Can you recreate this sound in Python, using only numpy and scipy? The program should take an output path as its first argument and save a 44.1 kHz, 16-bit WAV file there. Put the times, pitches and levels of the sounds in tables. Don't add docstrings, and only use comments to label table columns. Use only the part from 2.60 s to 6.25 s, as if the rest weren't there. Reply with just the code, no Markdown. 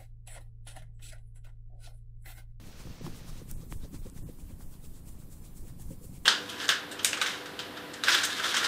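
import sys
import numpy as np
from scipy import signal
from scipy.fft import rfft, irfft
from scipy.io import wavfile
from scipy.ndimage import uniform_filter1d, map_coordinates

SR = 44100
rng = np.random.default_rng(int(sys.argv[2]) if len(sys.argv) > 2 else 0)


def how_loud(loudness_db):
    steps = np.asarray(loudness_db, float) / 20
    return 10 ** steps


def to_wav(sig):
    pcm = np.clip(np.atleast_2d(sig), -1, 1) * 32767
    pcm = np.round(pcm).astype(np.int16)
    wavfile.write(sys.argv[1], SR, pcm.T)


N = 160965

# time in seconds, hair hiss in dB, coat rustle in dB, shake of the phone in dB.
OUT_STROKES = [(.209, -59.5, -57.5, -44), (0.463, -57.5, -52, -41.5), (0.69, -57.5, -56, -39.5),
               (0.906, -53.5, -58.5, -36), (1.124, -53.5, -58, -33), (1.351, -56.5, -56.5, -35.5),
               (1.577, -58, -59, -40), (1.806, -60, -66.5, -40), (2.022, -59, -63, -41),
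               (2.253, -58.5, -63.5, -41.5), (2.485, -57, -64.5, -43.5), (2.729, -57, -68, -50),
               (2.977, -56.5, -70, -40), (3.217, -54.5, -67, -39), (3.448, -55, -69.5, -51)]
# time in seconds, hair hiss in dB, coat rustle in dB.
BACK_STROKES = [(.074, -63.5, -67), (.340, -79, -65), (.570, -58.5, -58.5), (.789, -63.5, -57.5),
                (1.016, -63, -62), (1.239, -64, -60), (1.463, -61.5, -59.5), (1.694, -64.5, -67),
                (1.91, -64.5, -65.5), (2.133, -61, -67), (2.365, -61.5, -66.5), (2.611, -62.5, -68.5),
                (2.857, -60, -65), (3.084, -59.5, -65), (3.318, -57.5, -69), (3.558, -59, -64.5),
                (3.665, -58, -78)]
# pitch in Hz, level in dB.
HAIR_TONE = [(2500, -15.5), (4500, -8.5), (6200, -4), (8000, 2.5), (10500, -1), (13000, -4), (15500, -4)]
# pitch in Hz, level in dB.
COAT_TONE = [(300, -6), (600, 3), (1100, 2), (2000, -1.5), (3200, 0), (4500, -1), (7000, -3.5),
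             (12000, -22.5)]
# time in seconds, level in dB.
PURR_LEVEL = [(0.0, -59), (0.03, -47.5), (0.12, -59), (0.28, -45.5), (0.35, -51.5), (0.46, -44),
              (0.65, -52.5), (0.68, -49), (1.61, -50), (1.65, -44.5), (1.74, -54), (1.86, -53.5),
              (2.97, -54), (3.32, -48), (3.36, -52.5), (3.57, -49.5), (3.6, -55), (3.65, -51)]
# pitch in Hz, width in Hz, level in dB.
CHEST_TONES = [(77.8, 35, -7.5), (118.8, 17.3, 3.5), (171.3, 18, 2), (240.6, 19.7, -5), (313, 56, -8),
               (500, 320, -16.5)]
# pitch in Hz, level in dB.
SLIDE_TONE = [(290, -13.5), (500, 2), (542, -1), (775, -5.5), (998, -6), (6090, -9), (8050, -20),
              (12000, -46), (15600, -58), (22000, -120)]
# time in seconds, level in dB.
SLIDE_LEVEL = [
    (0, -60),
    (.2, -56.5),
    (.35, -56.5),
    (.47, -55.5),
    (.6, -57.5),
    (.78, -58.5),
    (.84, -69),
    (1.0, -92),
]
# start in seconds, peak in dB, pitch
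# in Hz, ring in seconds.
BODY_KNOCKS_AND_THUDS = [(0.267, -41.5, 320, 0.053), (.407, -32.5, 251, 0.037), (0.442, -32, 173, 0.055),
                         (.464, -34.5, 338, 0.096), (0.409, -38, 500, 0.037), (.474, -31.5, 248, 0.056),
                         (0.883, -45, 157, 0.16), (.975, -44, 150, 0.1), (1.031, -40.5, 487, 0.03),
                         (1.1263, -32.5, 296, 0.03), (1.119, -38, 240, 0.032), (1.244, -44.5, 560, 0.052),
                         (1.252, -41, 420, 0.046), (1.328, -38, 292, 0.071), (1.342, -31, 285, 0.027),
                         (1.458, -30.5, 373, 0.03), (1.463, -41, 518, 0.053), (1.634, -28.5, 175, 0.056),
                         (1.638, -37.5, 287, 0.035), (1.693, -45.5, 320, 0.053), (1.786, -50, 280, 0.058),
                         (1.689, -37.5, 480, 0.043), (1.873, -37.5, 150, 0.04), (3.291, -33.5, 197, 0.037),
                         (3.305, -44, 535, 0.11), (3.304, -37.5, 254, 0.055), (3.44, -46.5, 500, 0.066),
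                         (3.52, -37, 170, 0.11), (.195, -49, 195, .05), (0.299, -38.5, 210, 0.076),
                         (0.289, -39, 72.4, 0.088), (.69, -36.5, 160, 0.064), (0.755, -41, 203, 0.031),
                         (.815, -41.5, 470, 0.036), (1.157, -34.5, 84, 0.14), (1.223, -37, 65, 0.2),
                         (1.234, -38, 268, 0.037), (1.428, -40, 62, 0.11), (1.465, -36, 95, 0.11),
                         (1.515, -44.5, 277, 0.046), (1.813, -45, 250, 0.044), (1.9, -40.5, 239, 0.064),
                         (1.932, -39, 89, 0.093), (2.028, -36, 70, 0.13), (2.076, -40, 89, 0.11),
                         (2.234, -44, 232, 0.046), (2.643, -52, 242, 0.065), (3.03, -45, 326, 0.065),
                         (3.244, -37.5, 98, 0.083), (3.345, -50, 520, 0.042), (3.555, -39, 121, 0.078),
                         (.08, -46, 417, .04), (0.271, -44, 500, 0.034), (1.335, -45, 484, 0.043),
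                (3.33, -46.5, 329, 0.065), (0.531, -44, 121, 0.06), (0.771, -42, 151, 0.052),
                (0.916, -36, 120, .05), (1.586, -46, 110, 0.078), (1.85, -47, 294, 0.055),
                (1.905, -49, 535, 0.054), (2.111, -41, 158, .05), (2.24, -49, 420, 0.046),
                (2.31, -48.5, 377, 0.041), (2.584, -45, 320, 0.037), (2.599, -39, 140, .05),
                (3.049, -50.5, 470, 0.059), (3.1, -34, 140, 0.072), (3.213, -50, 306, 0.065),
                (3.411, -53.5, 486, 0.13)]
# multiple of its pitch, level in dB.
BODY_PARTIALS = [(1., 0), (.84, -5), (.6, -3), (1.3, -11)]
# start in seconds, peak in dB, pitch in Hz, ring in seconds.
CLAW_TICKS = [(.2720, -40, 960, 0.0039), (0.4652, -36, 1020, 0.0097), (0.466, -50, 3370, .005),
              (.9138, -47, 5500, .006), (1.1216, -48, 2170, 0.0028), (1.1246, -34.5, 1110, 0.0046),
              (1.1246, -29.5, 1960, 0.002), (1.4991, -38, 8060, 0.0013), (1.787, -56, 960, 0.011),
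              (2.0065, -46, 900, 0.0059), (2.0103, -52, 1510, 0.005), (2.024, -63, 1650, 0.0055),
              (3.286, -55, 1050, .008), (3.305, -58, 930, 0.024), (.478, -39, 740, 0.0073),
              (.4435, -38.5, 890, 0.0045), (2.821, -63, 910, 0.013), (3.196, -55, 790, 0.029)]
# pitch in Hz, level in dB.
SNAP_TONE = [(5000, -5), (9000, -3), (13500, 0), (16500, -2)]
# pitch in Hz, level in dB.
SHAKE_TONE = [(4, -29), (10, 2.5), (20, 0), (35, -11), (60, -13.5), (90, -15.5), (150, -38)]
# pitch in Hz, level in dB.
ROOM_TONE = [(120, -37), (200, -2), (653, -18.5), (1110, -22), (1380, -26.5), (3010, -31), (6350, -31.5),
             (8350, -27), (15500, -26)]
# pitch in Hz, level in dB.
SIDE_TONE = [(300, -7.5), (1000, -5.5), (2000, 4), (4000, 4), (6000, 0), (9000, -16.5), (14000, -2.5)]
# pitch in Hz, dB relative to the sound around it.
FAINT_LIMIT = [(800, -21), (1500, -10.5), (4500, -10), (6500, -9), (11000, -18), (13500, -8), (16000, 1)]
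# time in seconds, length in seconds, from Hz, to Hz.
HOLES = [
    (.40, .022, 9000, 15700),
    (.955, .02, 2800, 5300),
    (1.19, .025, 4300, 5300),
    (1.645, .035, 2000, 6000),
    (1.66, .02, 13800, 15000),
    (2.05, .05, 3900, 4600),
    (2.24, .05, 4100, 4400),
]

TIME = np.arange(N) / SR


def unit(x):
    return x / np.sqrt(np.mean(x ** 2))


def colour(x, points):
    hz, db = np.array(points, float).T
    log_hz = np.log(hz)
    f = np.log(np.fft.rfftfreq(N, 1 / SR) + 1e-3)
    outside = np.maximum(log_hz[0] - f, 0) + np.maximum(f - log_hz[-1], 0)
    return irfft(rfft(x) * how_loud(np.interp(f, log_hz, db) - 12 * outside), N)


def smooth_twice(x, size):
    return uniform_filter1d(uniform_filter1d(x, size=size), size=size)


def walk(rate):
    hold = int(SR / rate)
    aims = rng.standard_normal(N // hold + 1)
    return unit(smooth_twice(np.repeat(aims, hold), hold)[:N])


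def grit(points, grain_db, flicker_db, count=3):
    grains = rng.standard_normal(N) * how_loud(grain_db * rng.exponential(size=N))
    f, t, z = signal.stft(unit(colour(grains, points)), SR, nperseg=512)
    at = np.meshgrid(count * np.log2(f / 60 + 1), 40 * t, indexing="ij")
    patch = map_coordinates(rng.standard_normal((40, 300)), at, order=1, mode="wrap")
    return unit(signal.istft(z * how_loud(flicker_db * patch), SR)[1][:N])


def curve(rows):
    return how_loud(np.interp(TIME, *np.array(rows, float).T))


def swell(s, db, rise, fall):
    grip_db, grip_s = -5.5, 0.0082
    away = TIME - np.asarray(s)[:, None]
    bell = np.exp(-(away / np.where(away < 0, rise, fall)) ** 2)
    grip = how_loud(2 * grip_db) * np.exp(-(away / grip_s) ** 2)
    return np.sqrt(np.sum(how_loud(2 * np.asarray(db))[:, None] * (bell + grip), axis=0))


def add_ring(out, s, db, hz, ring_s, rise, phase):
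    i = int(s * SR)
    t = np.arange(min(int(1.5 * ring_s * SR), N - i)) / SR
    tone = np.sin(2 * np.pi * hz * t + phase)
    out[i:i + len(t)] += how_loud(db) * (1 - np.exp(-t / rise)) * how_loud(-60 * t / ring_s) * tone


def strokes():
    out_s, out_hair, out_coat, _ = np.array(OUT_STROKES).T
    back_s, back_hair, back_coat = np.array(BACK_STROKES).T

    def both_ways(out_db, back_db, lag, stretch):
        outward = swell(out_s + lag, out_db, stretch * 0.022, stretch * 0.017)
        back = swell(back_s + lag, back_db, stretch * 0.029, stretch * 0.031)
        return np.hypot(outward, back)

    fingers = swell(out_s + 0.032, out_hair - 7, 0.038, 0.038)
    hair_gain = np.hypot(both_ways(out_hair, back_hair, 0, 0.84), fingers)
    coat_gain = both_ways(out_coat, back_coat, 0.00033, 0.83)
    return hair_gain * grit(HAIR_TONE, 1.9, 0.5) + coat_gain * grit(COAT_TONE, 2.44, 4.43)


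def purr():
    purr_hz, jitter, scatter_db = 26, .16, 2.5
    pulse_db, breath_db, open_share, even_share = -2.5, -4, .6, .7
    phase = np.cumsum(purr_hz * (1 + jitter * walk(22))) / SR
    size = how_loud(scatter_db * rng.standard_normal(N // 500))[phase.astype(int)]
    pulses = size * (np.diff(np.floor(phase), prepend=0) > 0)
    puffs = size * np.exp(-(phase % 1) / open_share) * rng.standard_normal(N)
    drive = how_loud(pulse_db) * unit(pulses) + how_loud(breath_db) * unit(puffs)
    chest = np.zeros(N)
    for k, (hz, width, db) in enumerate(CHEST_TONES):
        ring = signal.lfilter(*signal.iirpeak(hz, hz / width, SR), drive)
        power = smooth_twice(ring ** 2, 3000) / np.mean(ring ** 2) + 1e-9
        steady = ring / power ** (even_share / 2)
        chest += (-1) ** k * how_loud(db) / np.sqrt(width) * steady
    return unit(colour(chest, [(50, -2), (80, -1.5), (550, 0.5), (900, -29)])) * curve(PURR_LEVEL)


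def slide():
    return curve(SLIDE_LEVEL) * grit(SLIDE_TONE, 2.38, 0.73)


def knocks_and_thuds():
    out = np.zeros(N)
    for s, db, hz, ring_s in BODY_KNOCKS_AND_THUDS:
        for ratio, part_db in BODY_PARTIALS[:3]:
            phase = 2 * np.pi * rng.random() * (ratio != 1)
            add_ring(out, s, db + part_db, hz * ratio, ring_s, .0025, phase)
    return out


def ticks():
    out = np.zeros(N)
    for s, db, hz, ring_s in CLAW_TICKS:
        add_ring(out, s, db + 5.5, hz, ring_s, 0.22 / hz, np.pi)
    return out


def snap():
    x = np.zeros(N)
    x[int(.91355 * SR)] = how_loud(-13.5)
    no_lows = signal.butter(6, 5000, "high", fs=SR, output="sos")
    return signal.sosfilt(no_lows, colour(x, SNAP_TONE))


def shake():
    out_s, _, _, shake_db = np.array(OUT_STROKES).T
    sway = grit(SHAKE_TONE, 0.11, 0.67)
    sway = unit(sway / np.sqrt(uniform_filter1d(sway ** 2, size=5000)))
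    return np.hypot(swell(out_s + 0.045, shake_db, 0.04, 0.04), how_loud(-46.5)) * sway


def room():
    return how_loud(-59) * grit(ROOM_TONE, 0.05, 1.6)


def side_patches(air):
    strength = np.sqrt(uniform_filter1d(air ** 2, size=8000))
    return how_loud(-22) * grit(SIDE_TONE, .1, 12.7, count=6) * strength


def scene():
    air = strokes() + slide() + room()
    mid = air + purr() + knocks_and_thuds() + ticks() + snap() + shake()
    side = side_patches(air)
    return np.array([mid + side, mid - side])


def band_limit(x):
    return signal.sosfilt(signal.butter(12, 16440, fs=SR, output="sos"), x)


def record(dry):
    f, t, z = signal.stft(dry, SR, nperseg=1024)
    size = abs(z.mean(axis=0))
    near = uniform_filter1d(size, size=3, axis=0)
    around = uniform_filter1d(uniform_filter1d(size, size=25, axis=0), size=9, axis=1)
    limit = how_loud(np.interp(f, *np.array(FAINT_LIMIT).T))[:, None]
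    keep = np.where(near > around * limit, 1, .1)
    for s, length, low, high in HOLES:
        lost = np.repeat(rng.random(len(f) // 4 + 1) < .88, 4)[:len(f)]
        reach = length * np.repeat(.3 + .5 * rng.random(len(f) // 8 + 1), 8)[:len(f), None]
        inside = (f > low) & (f < high) & lost
        keep[inside[:, None] & (abs(t - s) < reach)] = .05
    holed = signal.istft(z * keep, SR)[1][:, :N]
    top_cut = signal.ellip(8, .15, 25, 15720, fs=SR, output="sos")
    return band_limit(signal.sosfiltfilt(top_cut, holed))


dry = scene()
out = record(dry)
to_wav(out)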